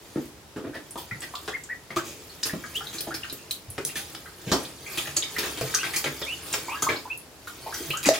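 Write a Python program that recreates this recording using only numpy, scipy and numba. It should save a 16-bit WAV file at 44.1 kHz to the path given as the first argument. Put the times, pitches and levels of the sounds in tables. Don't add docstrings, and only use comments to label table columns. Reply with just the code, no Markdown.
import sys
import numpy as np
from scipy import signal
from scipy.io import wavfile
from scipy.ndimage import map_coordinates
from numba import njit

SR = 44100
rng = np.random.default_rng(int(sys.argv[2]) if len(sys.argv) > 2 else 0)


def master(y):
    cut = np.clip(np.atleast_2d(y).T, -1, 1)
    pcm = np.round(cut * 32767)
    wavfile.write(sys.argv[1], SR, pcm.astype(np.int16))


N = 361179
TIME = np.arange(N) / SR
EDGES = np.geomspace(32, 16384, 19)
CENTRES = np.sqrt(EDGES[1:] * EDGES[:-1])
SPLASH_HZ, SPLASH_ARCH_DB = 3820, 1.5
SLOSH_HZ, SLOSH_FALL_DB = 305, 4.5

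# f/Hz, level/dB
ROOM_TONE = [(35, -80.5), (65, -61), (200, -63), (330, -58.5), (1500, -61.5), (6000, -60), (15000, -64)]
# f/Hz, side minus mid/dB
DIFFUSE_WIDTH = [(500, -10), (1400, -2.5), (4000, -0.5), (12000, 0.5)]
# f/Hz, T60/s
ROOM_T60 = [(200, 0.4), (2000, 0.24), (14000, 0.21)]
# f/Hz, bandwidth/Hz, gain/dB
TUB_MODES = [(68, 6.1, 2), (143.5, 18.3, 4.5), (367, 85, -7), (430.6, 35, 1.5), (526, 72, -3),
             (646, 21, -8.5)]
# f/Hz, level/dB
WATER_SPECTRUM = [(45, -74), (70, -15.5), (200, -13), (320, -1), (480, -11), (1300, -5.5), (4200, -3),
                  (7000, -3.5), (10500, -4.5), (15000, -4)]
# t/s, level/dB
STIR = [(0.0, -51.5), (0.25, -48.5), (0.48, -67), (0.86, -51), (1.45, -46.5), (1.8, -54.5), (2.07, -50),
        (2.75, -44.5), (3.3, -46.5), (3.62, -52), (4.02, -44.5), (4.33, -49.5), (4.6, -42), (4.76, -48),
        (4.96, -39.5), (5.13, -43.5), (5.29, -43), (5.47, -38.5), (5.55, -42), (5.681, -39.5), (5.91, -41),
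        (6.02, -41.5), (6.13, -42.5), (6.42, -44), (6.52, -40.5), (6.97, -46), (7.3, -54.5), (7.62, -45),
        (7.87, -41), (8.19, -49)]
# f/Hz, level/dB
LAPPING_SPECTRUM = [(100, 1), (300, -8.5), (1250, -6.5), (6500, -2.5)]
# f/Hz, slope/(dB per dB)
STIR_RESPONSE = [(300, 1.03), (1250, 1.75), (6500, 1.61)]
# t/s, decay time/s, f/Hz, level/dB
RUSTLES = [(0.978, 0.022, 3410, -42), (2.05, 0.11, 2430, -55), (2.292, 0.02, 4330, -48),
           (2.866, 0.012, 3820, -35), (3.385, 0.025, 2630, -51), (4.858, 0.039, 2336, -39.5),
           (6.222, 0.014, 3520, -33), (7.931, 0.047, 2900, -40)]
# t/s, level/dB, f/Hz
DROP_IMPACTS = [(0.908, -33, 9200), (1.205, -31.5, 8200), (1.353, -29, 3700), (1.637, -35.5, 7100),
                (2.433, -17.5, 5250), (2.984, -25.5, 4280), (3.298, -30, 4100), (3.509, -22, 3970),
                (3.702, -28.5, 10050), (4.651, -29.5, 3840), (5.167, -11.5, 6880), (5.169, -21, 4400),
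                (5.747, -15, 6000), (6.528, -22, 7240), (6.823, -18, 6600), (7.175, -32.5, 10600),
                (7.742, -26.5, 6040), (7.971, -23.5, 7050)]
# t/s, duration/s, first f/Hz, last f/Hz, level/dB
GURGLES = [(3.107, 0.024, 1327, 1700, -31), (6.718, 0.054, 970, 1700, -28.5),
           (7.935, .05, 1150, 1540, -29.5)]
# t/s, f/Hz, level/dB
AIR_POCKETS = [(0.957, 938, -30), (1.111, 1963, -28), (1.118, 122, -27), (1.237, 1880, -34.5),
               (1.338, 1077, -31.5), (1.905, 2100, -33.5), (1.965, 1173, -22.5), (2.495, 1840, -29),
               (2.533, 164, -24.5), (2.639, 1640, -30.5), (2.808, 1375, -30), (3.07, 697, -31),
               (3.233, 2760, -30), (3.245, 1524, -33), (3.683, 98, -29.5), (3.892, 2680, -33),
               (3.956, 1740, -34), (4.258, 1556, -36), (4.467, 137, -28), (4.517, 1170, -21),
               (4.53, 954, -24), (5.057, 1714, -31.5), (5.224, 3600, -20), (5.364, 1923, -23.5),
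               (5.613, 127, -23), (5.74, 1525, -21.5), (5.832, 1550, -24.5), (5.841, 2300, -26),
               (5.867, 2380, -31), (5.937, 2040, -27), (6.06, 2060, -23.5), (6.683, 993, -27.5),
               (6.823, 1260, -24), (6.867, 1028, -19.5), (6.89, 2180, -17.5), (6.961, 4240, -30),
               (7.053, 960, -34), (7.473, 1380, -32), (7.663, 842, -28.5), (7.725, 1535, -29.5),
               (7.805, 340, -30.5), (7.886, 143, -31.5), (7.906, 2670, -21), (8.05, 2440, -22)]
# t/s, starting f/Hz, level/dB, decay time/s, glide/octaves
PLOPS = [(0.157, 306, -25, 0.022, 0.012), (3.78, 352, -30.5, 0.025, 0.25), (4.525, 348, -21.5, 0.024, 0.37),
         (8.066, 268, -17.5, 0.014, 0.19), (8.088, 640, -5.5, 0.0042, -0.3),
         (8.102, 627.7, -15, 0.017, 0.08)]
# t/s, duration/s, first f/Hz, top f/Hz, level/dB
PEEPS = [(0.731, 0.052, 1450, 1782, -37.5), (1.529, 0.043, 1365, 2150, -25.5),
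         (1.689, 0.054, 1420, 1963, -28), (2.747, 0.038, 2615, 3520, -23), (5.781, 0.048, 2380, 3020, -28),
         (6.261, 0.085, 2050, 3005, -27), (6.682, 0.082, 2090, 2840, -31.5), (7.1, 0.034, 2450, 2774, -24)]
# t/s, decay time/s, splash level/dB, tilt/(dB per octave), slosh level/dB
STROKES = [(0.157, 0.017, -51.5, -12.5, -44), (0.561, 0.023, -52, -10.5, -32),
           (0.639, 0.034, -63, -13, -43), (0.744, 0.025, -49.5, 2, -34), (0.957, 0.0035, -49, -8.5, -33),
           (0.977, 0.021, -42, 5, -44), (1.22, 0.015, -37.5, 0, -46), (1.478, 0.012, -33.5, -4.5, -48),
           (1.904, 0.016, -42.5, -5, -39), (1.962, 0.016, -30, 0, -29), (2.035, 0.079, -44, 2.5, -43.5),
           (2.43, 0.0065, -33.5, 1.5, -44), (2.455, 0.019, -30.5, 2, -39), (2.534, 0.01, -62, 1, -28.5),
           (2.755, 0.015, -39.5, 6.5, -42), (2.93, 0.031, -36, 2.5, -43.5),
           (3.006, 0.0043, -31.5, 6.5, -40.5), (3.073, 0.013, -53, -1, -32),
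           (3.142, 0.011, -33, 2.5, -38.5), (3.326, 0.0033, -50.5, 16.5, -32.5),
           (3.511, 0.0039, -32.5, 7.5, -55), (3.78, 0.0078, -34.5, -6, -27), (3.85, 0.0015, -25, 11, -31),
           (3.862, 0.017, -44, 9, -47), (3.956, 0.026, -34, 3.5, -43), (4.149, 0.0027, -30, -3, -59),
           (4.469, 0.044, -41.5, -1.5, -33), (4.517, 0.015, -23, 0.5, -17.5), (4.975, 0.014, -27, 1, -33.5),
           (5.072, 0.0051, -33.5, -3, -51), (5.165, 0.011, -29, 3, -33), (5.384, 0.013, -27, 0.5, -33.5),
           (5.425, 0.031, -33.5, -4.5, -39), (5.574, 0.013, -36, 0.5, -34),
           (5.611, 0.0067, -28.5, 1, -24.5), (5.742, 0.015, -28, 3.5, -61),
           (5.831, 0.0021, -30.5, -3.5, -45), (5.841, 0.023, -33.5, -2, -42), (5.936, 0.016, -34, 2.5, -44),
           (5.961, 0.015, -26.5, 3, -38), (6.042, 0.007, -24, -2, -44), (6.058, 0.017, -37, -5.5, -28.5),
           (6.216, 0.0081, -34, -5, -41), (6.528, 0.007, -33, 0, -42), (6.538, 0.0096, -23.5, -0.5, -31.5),
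           (6.822, 0.015, -29, 4, -31.5), (6.887, 0.033, -32, -5, -31.5), (7.472, 0.02, -44.5, 4.5, -61),
           (7.734, 0.049, -40.5, 4.5, -49), (7.903, 0.0011, -35.5, 9, -29.5), (8.03, 0.016, -31, 1.5, -61),
           (8.058, 0.017, -21.5, -1.5, -32), (8.0885, 0.002, -14.5, -1, -28),
           (8.138, 0.022, -27, -0.5, -44)]


def from_db(db):
    return 10 ** (np.asarray(db) / 20)


def unit_rms(x):
    return x / np.sqrt(np.mean(x ** 2) + 1e-20)


def at_hz(points, hz):
    freqs, values = np.transpose(points)
    return np.interp(np.log(hz), np.log(freqs), values)


def band(x, k):
    return signal.sosfilt(signal.butter(2, EDGES[k:k + 2], "band", fs=SR, output="sos"), x + 1e-18)


def add(out, s, sound):
    start = max(int(s * SR), 0)
    out[start:start + len(sound)] += sound[:max(N - start, 0)]


def wavering(count, width_hz):
    low_pass = signal.butter(2, np.clip(width_hz / 2, 10, SR / 10), fs=SR, output="sos")
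    slow = signal.sosfilt(low_pass, np.array([1, 1j]) @ rng.standard_normal((2, SR)))
    return np.resize(slow / np.std(slow), count)


def diffuse(k, white):
    mid, side = band(white, k)
    side = side * from_db(at_hz(DIFFUSE_WIDTH, CENTRES[k]))
    return unit_rms(np.array([mid + side, mid - side]))


def room_tone():
    white = rng.standard_normal((2, 2, N))
    return sum(from_db(at_hz(ROOM_TONE, hz)) * diffuse(k, white[k % 2]) for k, hz in enumerate(CENTRES))


def reflections(spots, early_db=-5.0, early_s=0.0018, tail_db=-2.5, gap_s=0.00091, corner_hz=200):
    t = TIME[:int(.35 * SR)]
    white = rng.standard_normal((2, 2, spots, len(t)))
    onset = 1 - np.exp(-(t / gap_s) ** 2)
    responses = 0
    for k, hz in enumerate(CENTRES):
        early = from_db(early_db) * unit_rms(np.exp(-t / early_s))
        tail = from_db(tail_db) * unit_rms(np.exp(-np.log(1000) * t / at_hz(ROOM_T60, hz)))
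        envelope = np.hypot(early, tail) * hz / (hz + corner_hz)
        echoes = unit_rms(diffuse(k, white[k % 2]) * envelope * onset)
        energy = np.mean(envelope ** 2) * 2 * (EDGES[k + 1] - EDGES[k]) / SR
        responses = responses + echoes * np.sqrt(energy / len(t))
    return responses


def direct_path(x, lag_s=1.6e-5):
    lag = lag_s * SR * np.interp(TIME, np.linspace(0, N / SR, 20), rng.uniform(-1, 1, 20))
    return np.array([map_coordinates(x, [np.arange(N) + side * lag], order=3, mode="nearest")
                     for side in (1, -1)])


def room(x, direct_db=-3.5, stay_s=.09, spots=11):
    responses = reflections(spots)
    out = from_db(direct_db) * direct_path(x)
    hop = int(stay_s * SR)
    crossfade = np.sin(np.pi * np.arange(2 * hop) / (2 * hop))
    padded = np.pad(x, (hop, 2 * hop))
    for spot, start in enumerate(range(0, N + hop, hop)):
        piece = padded[start:start + 2 * hop] * crossfade
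        for channel, response in zip(out, responses[:, spot % spots]):
            add(channel, (start - hop) / SR, signal.fftconvolve(piece, response)[max(hop - start, 0):])
    return out


def tub(x, through_db=-2.0):
    boom = sum(from_db(db) * signal.lfilter(*signal.iirpeak(hz, hz / width, fs=SR), x)
               for hz, width, db in TUB_MODES)
    return from_db(through_db) * x + boom


@njit
def damped_sines(starts, sizes, turns, losses, total):
    out = np.zeros(total)
    for i in range(len(starts)):
        fade = np.exp(-losses[i])
        feedback = 2 * fade * np.cos(turns[i])
        now, before = sizes[i] * np.sin(turns[i]), 0.0
        for n in range(starts[i], min(total, starts[i] + int(5 / losses[i]))):
            out[n] += now
            now, before = feedback * now - fade * fade * before, now
    return out


def droplets(k, per_s, spread_db, cycles, knee_hz=600, ring_law=0.31, spread_law=0.37, count=30000):
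    gap, size, sign, pitch = rng.random((count, 4)).T
    ratio = CENTRES[k] / knee_hz
    rate = per_s * min(ratio, ratio ** ring_law)
    starts = np.cumsum(-np.log(1 - gap)) * SR / rate
    band_spread_db = spread_db * (CENTRES[k] / SPLASH_HZ) ** spread_law
    sizes = from_db(band_spread_db * np.minimum(-np.log(1 - size), 3.5)) * np.sign(sign - .5)
    hz = EDGES[k] * np.sqrt(2) ** pitch
    losses = hz / (cycles * (hz / knee_hz) ** ring_law * SR)
    return unit_rms(band(damped_sines(starts.astype(int), sizes, 2 * np.pi * hz / SR, losses, N), k))


def lapping(per_s=600, spread_db=4.5, cycles=3.2, surge_db=0.5, surge_s=0.071):
    times, stir_db = np.transpose(STIR)
    mean_db = stir_db.mean()
    swing_db = np.interp(TIME, times, stir_db) - mean_db
    knots = np.arange(N / SR / surge_s + 1)
    surge = from_db(surge_db * np.interp(TIME / surge_s, knots, rng.standard_normal(N)[:len(knots)]))
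    out = np.zeros(N)
    for k, hz in enumerate(CENTRES):
        steady_db = mean_db + at_hz(LAPPING_SPECTRUM, hz) + at_hz(WATER_SPECTRUM, hz)
        gain = from_db(steady_db + at_hz(STIR_RESPONSE, hz) * swing_db)
        out += gain * droplets(k, per_s, spread_db, cycles)
    return surge * out


def rustles(q=6.9, rise=6.2):
    out = np.zeros(N)
    for s, decay_s, hz, db in RUSTLES:
        t = TIME[:int(10 * decay_s * SR)]
        fizz = (wavering(len(t), hz / q) * np.exp(2j * np.pi * hz * t)).real
        envelope = 2 * np.exp(-t / decay_s) * (1 - np.exp(-rise * t / decay_s))
        add(out, s, from_db(db) * np.sqrt(2) * envelope * fizz)
    return out


def drop_impacts(tick_s=0.0058, q=7.5, gain_db=7.0):
    out = np.zeros(N)
    t = TIME[:int(8 * tick_s * SR)]
    for s, db, hz in DROP_IMPACTS:
        burst = rng.standard_normal(SR // 10)[:len(t)] * np.exp(-t / tick_s)
        fizz = signal.lfilter(*signal.iirpeak(hz, q, fs=SR), burst)
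        add(out, s, from_db(db + gain_db) * fizz / np.abs(fizz).max())
    return out


def bubble(hz, ring_s=0.0072, size_law=0.57, climb=0.075, onset_cycles=0.72, longest_s=0.014, wobble=.25):
    decay_s = min(ring_s * (1000 / hz) ** size_law, longest_s)
    t = TIME[:int(7 * decay_s * SR)]
    jitter = np.resize(rng.standard_normal(SR // 10), len(t))
    blur = wobble * np.sqrt(hz / SR) * np.cumsum(jitter)
    pitch_hz = hz * (1 + 2 * climb * np.tanh(t / decay_s / 2) - climb / 2)
    phase = 2 * np.pi * np.cumsum(pitch_hz) / SR
    return np.sin(phase + blur) * np.exp(-t / decay_s) * (1 - np.exp(-t * hz / onset_cycles))


def gurgles(gain_db=5.5, fade_db=5.5, scatter=0.045, count=7):
    out = np.zeros(N)
    for s, length, first_hz, last_hz, db in GURGLES:
        steps = np.linspace(0, 1, count)
        for progress, early, detune in zip(steps, rng.random(count), rng.standard_normal(count)):
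            hz = first_hz * (last_hz / first_hz) ** progress * np.exp(scatter * detune)
            delay_s = length * max(progress - early / count / 2, 0)
            add(out, s + delay_s, from_db(db + gain_db - fade_db * progress) * bubble(hz))
    return out


def air_pockets(gain_db=6.5, fragment_db=-9.5, scatter=0.1915, delay_s=.008, count=5):
    out = np.zeros(N)
    for s, hz, db in AIR_POCKETS:
        add(out, s, from_db(db + gain_db) * bubble(hz))
        for detune, wait in zip(rng.standard_normal(count), rng.exponential(1, count)):
            fragment = bubble(hz * np.exp(scatter * detune))
            add(out, s + delay_s * wait, from_db(db + gain_db + fragment_db) * fragment)
    return out


def plops(rise=2.7, churn=0.36, churn_hz=300):
    out = np.zeros(N)
    for s, hz, db, decay_s, glide in PLOPS:
        age = TIME[:int(10 * decay_s * SR)] / decay_s
        phase = 2 * np.pi * np.cumsum(hz * 2 ** (glide * np.tanh(age / 2))) / SR
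        note = (np.exp(1j * phase) * (1 + churn * wavering(len(age), churn_hz))).imag
        add(out, s, from_db(db) * 2 * np.exp(-age) * (1 - np.exp(-rise * age)) * note)
    return out


def peeps(rasp_per_db=0.07, clear_db=-22, rasp_hz=520, arch_hz=2380, round_hz=2400, swell=0.52):
    out = np.zeros(N)
    for s, length, first_hz, top_hz, db in PEEPS:
        progress = np.linspace(0, 1, int(length * SR))
        arc = min((arch_hz / first_hz) ** 2, np.pi)
        arch = np.abs(np.sin(progress * arc)) ** (first_hz / round_hz)
        phase = 2 * np.pi * np.cumsum(first_hz + (top_hz - first_hz) * arch / arch.max()) / SR
        rasp = np.clip(rasp_per_db * (clear_db - db), 0, 1)
        voice = (np.exp(1j * phase) * (1 + rasp * wavering(len(progress), rasp_hz))).real
        add(out, s, from_db(db) * np.abs(np.sin(np.pi * progress)) ** swell * voice)
    return out


def splashes(per_s=1300, spread_db=3.0, cycles=2.53, rise=3.66, slap_db=-5.0, quick_s=0.027):
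    starts, decays, splash_db, tilt, slosh_db = np.transpose(STROKES)
    colour_db = 2.5 * rng.standard_normal((len(starts), len(CENTRES)))
    out = np.zeros(N)
    for k, hz in enumerate(CENTRES):
        octaves = np.log2(hz / SPLASH_HZ)
        thrown = from_db(splash_db + tilt * octaves - SPLASH_ARCH_DB * octaves ** 2)
        pushed = from_db(slosh_db - SLOSH_FALL_DB * max(np.log2(hz / SLOSH_HZ), 0))
        gains = np.hypot(thrown, pushed) * from_db(at_hz(WATER_SPECTRUM, hz) + colour_db[:, k])
        power, slaps = np.zeros(N), np.zeros(N)
        for s, decay_s, gain in zip(starts, decays, gains):
            age = TIME[:int(10 * decay_s * SR)] / decay_s
            add(power, s, (2 * gain * np.exp(-age) * (1 - np.exp(-rise * age))) ** 2)
        out += np.sqrt(power) * droplets(k, per_s, spread_db, cycles)
        slaps[(starts * SR).astype(int)] = gains * np.sqrt(decays * SR) * np.exp(-decays / quick_s)
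        unit_energy = np.sqrt(SR / 2 / (EDGES[k + 1] - EDGES[k]))
        out += from_db(slap_db) * unit_energy * band(slaps, k) * (-1) ** k
    return out


def scene(peep_room_db=-3.5, peep_direct_db=-12.0, plop_room_db=-7.0, plop_direct_db=-4.0):
    water = tub(splashes() + lapping()) + air_pockets() + gurgles() + drop_impacts() + rustles()
    voices, hollows = peeps(), plops()
    in_room = room(water + from_db(peep_room_db) * voices + from_db(plop_room_db) * hollows)
    direct = from_db(peep_direct_db) * voices + from_db(plop_direct_db) * hollows
    return in_room + direct + room_tone()


def record(dry):
    return signal.sosfilt(signal.ellip(10, .2, 80, 16000, fs=SR, output="sos"), dry)


dry = scene()
out = record(dry)
master(out)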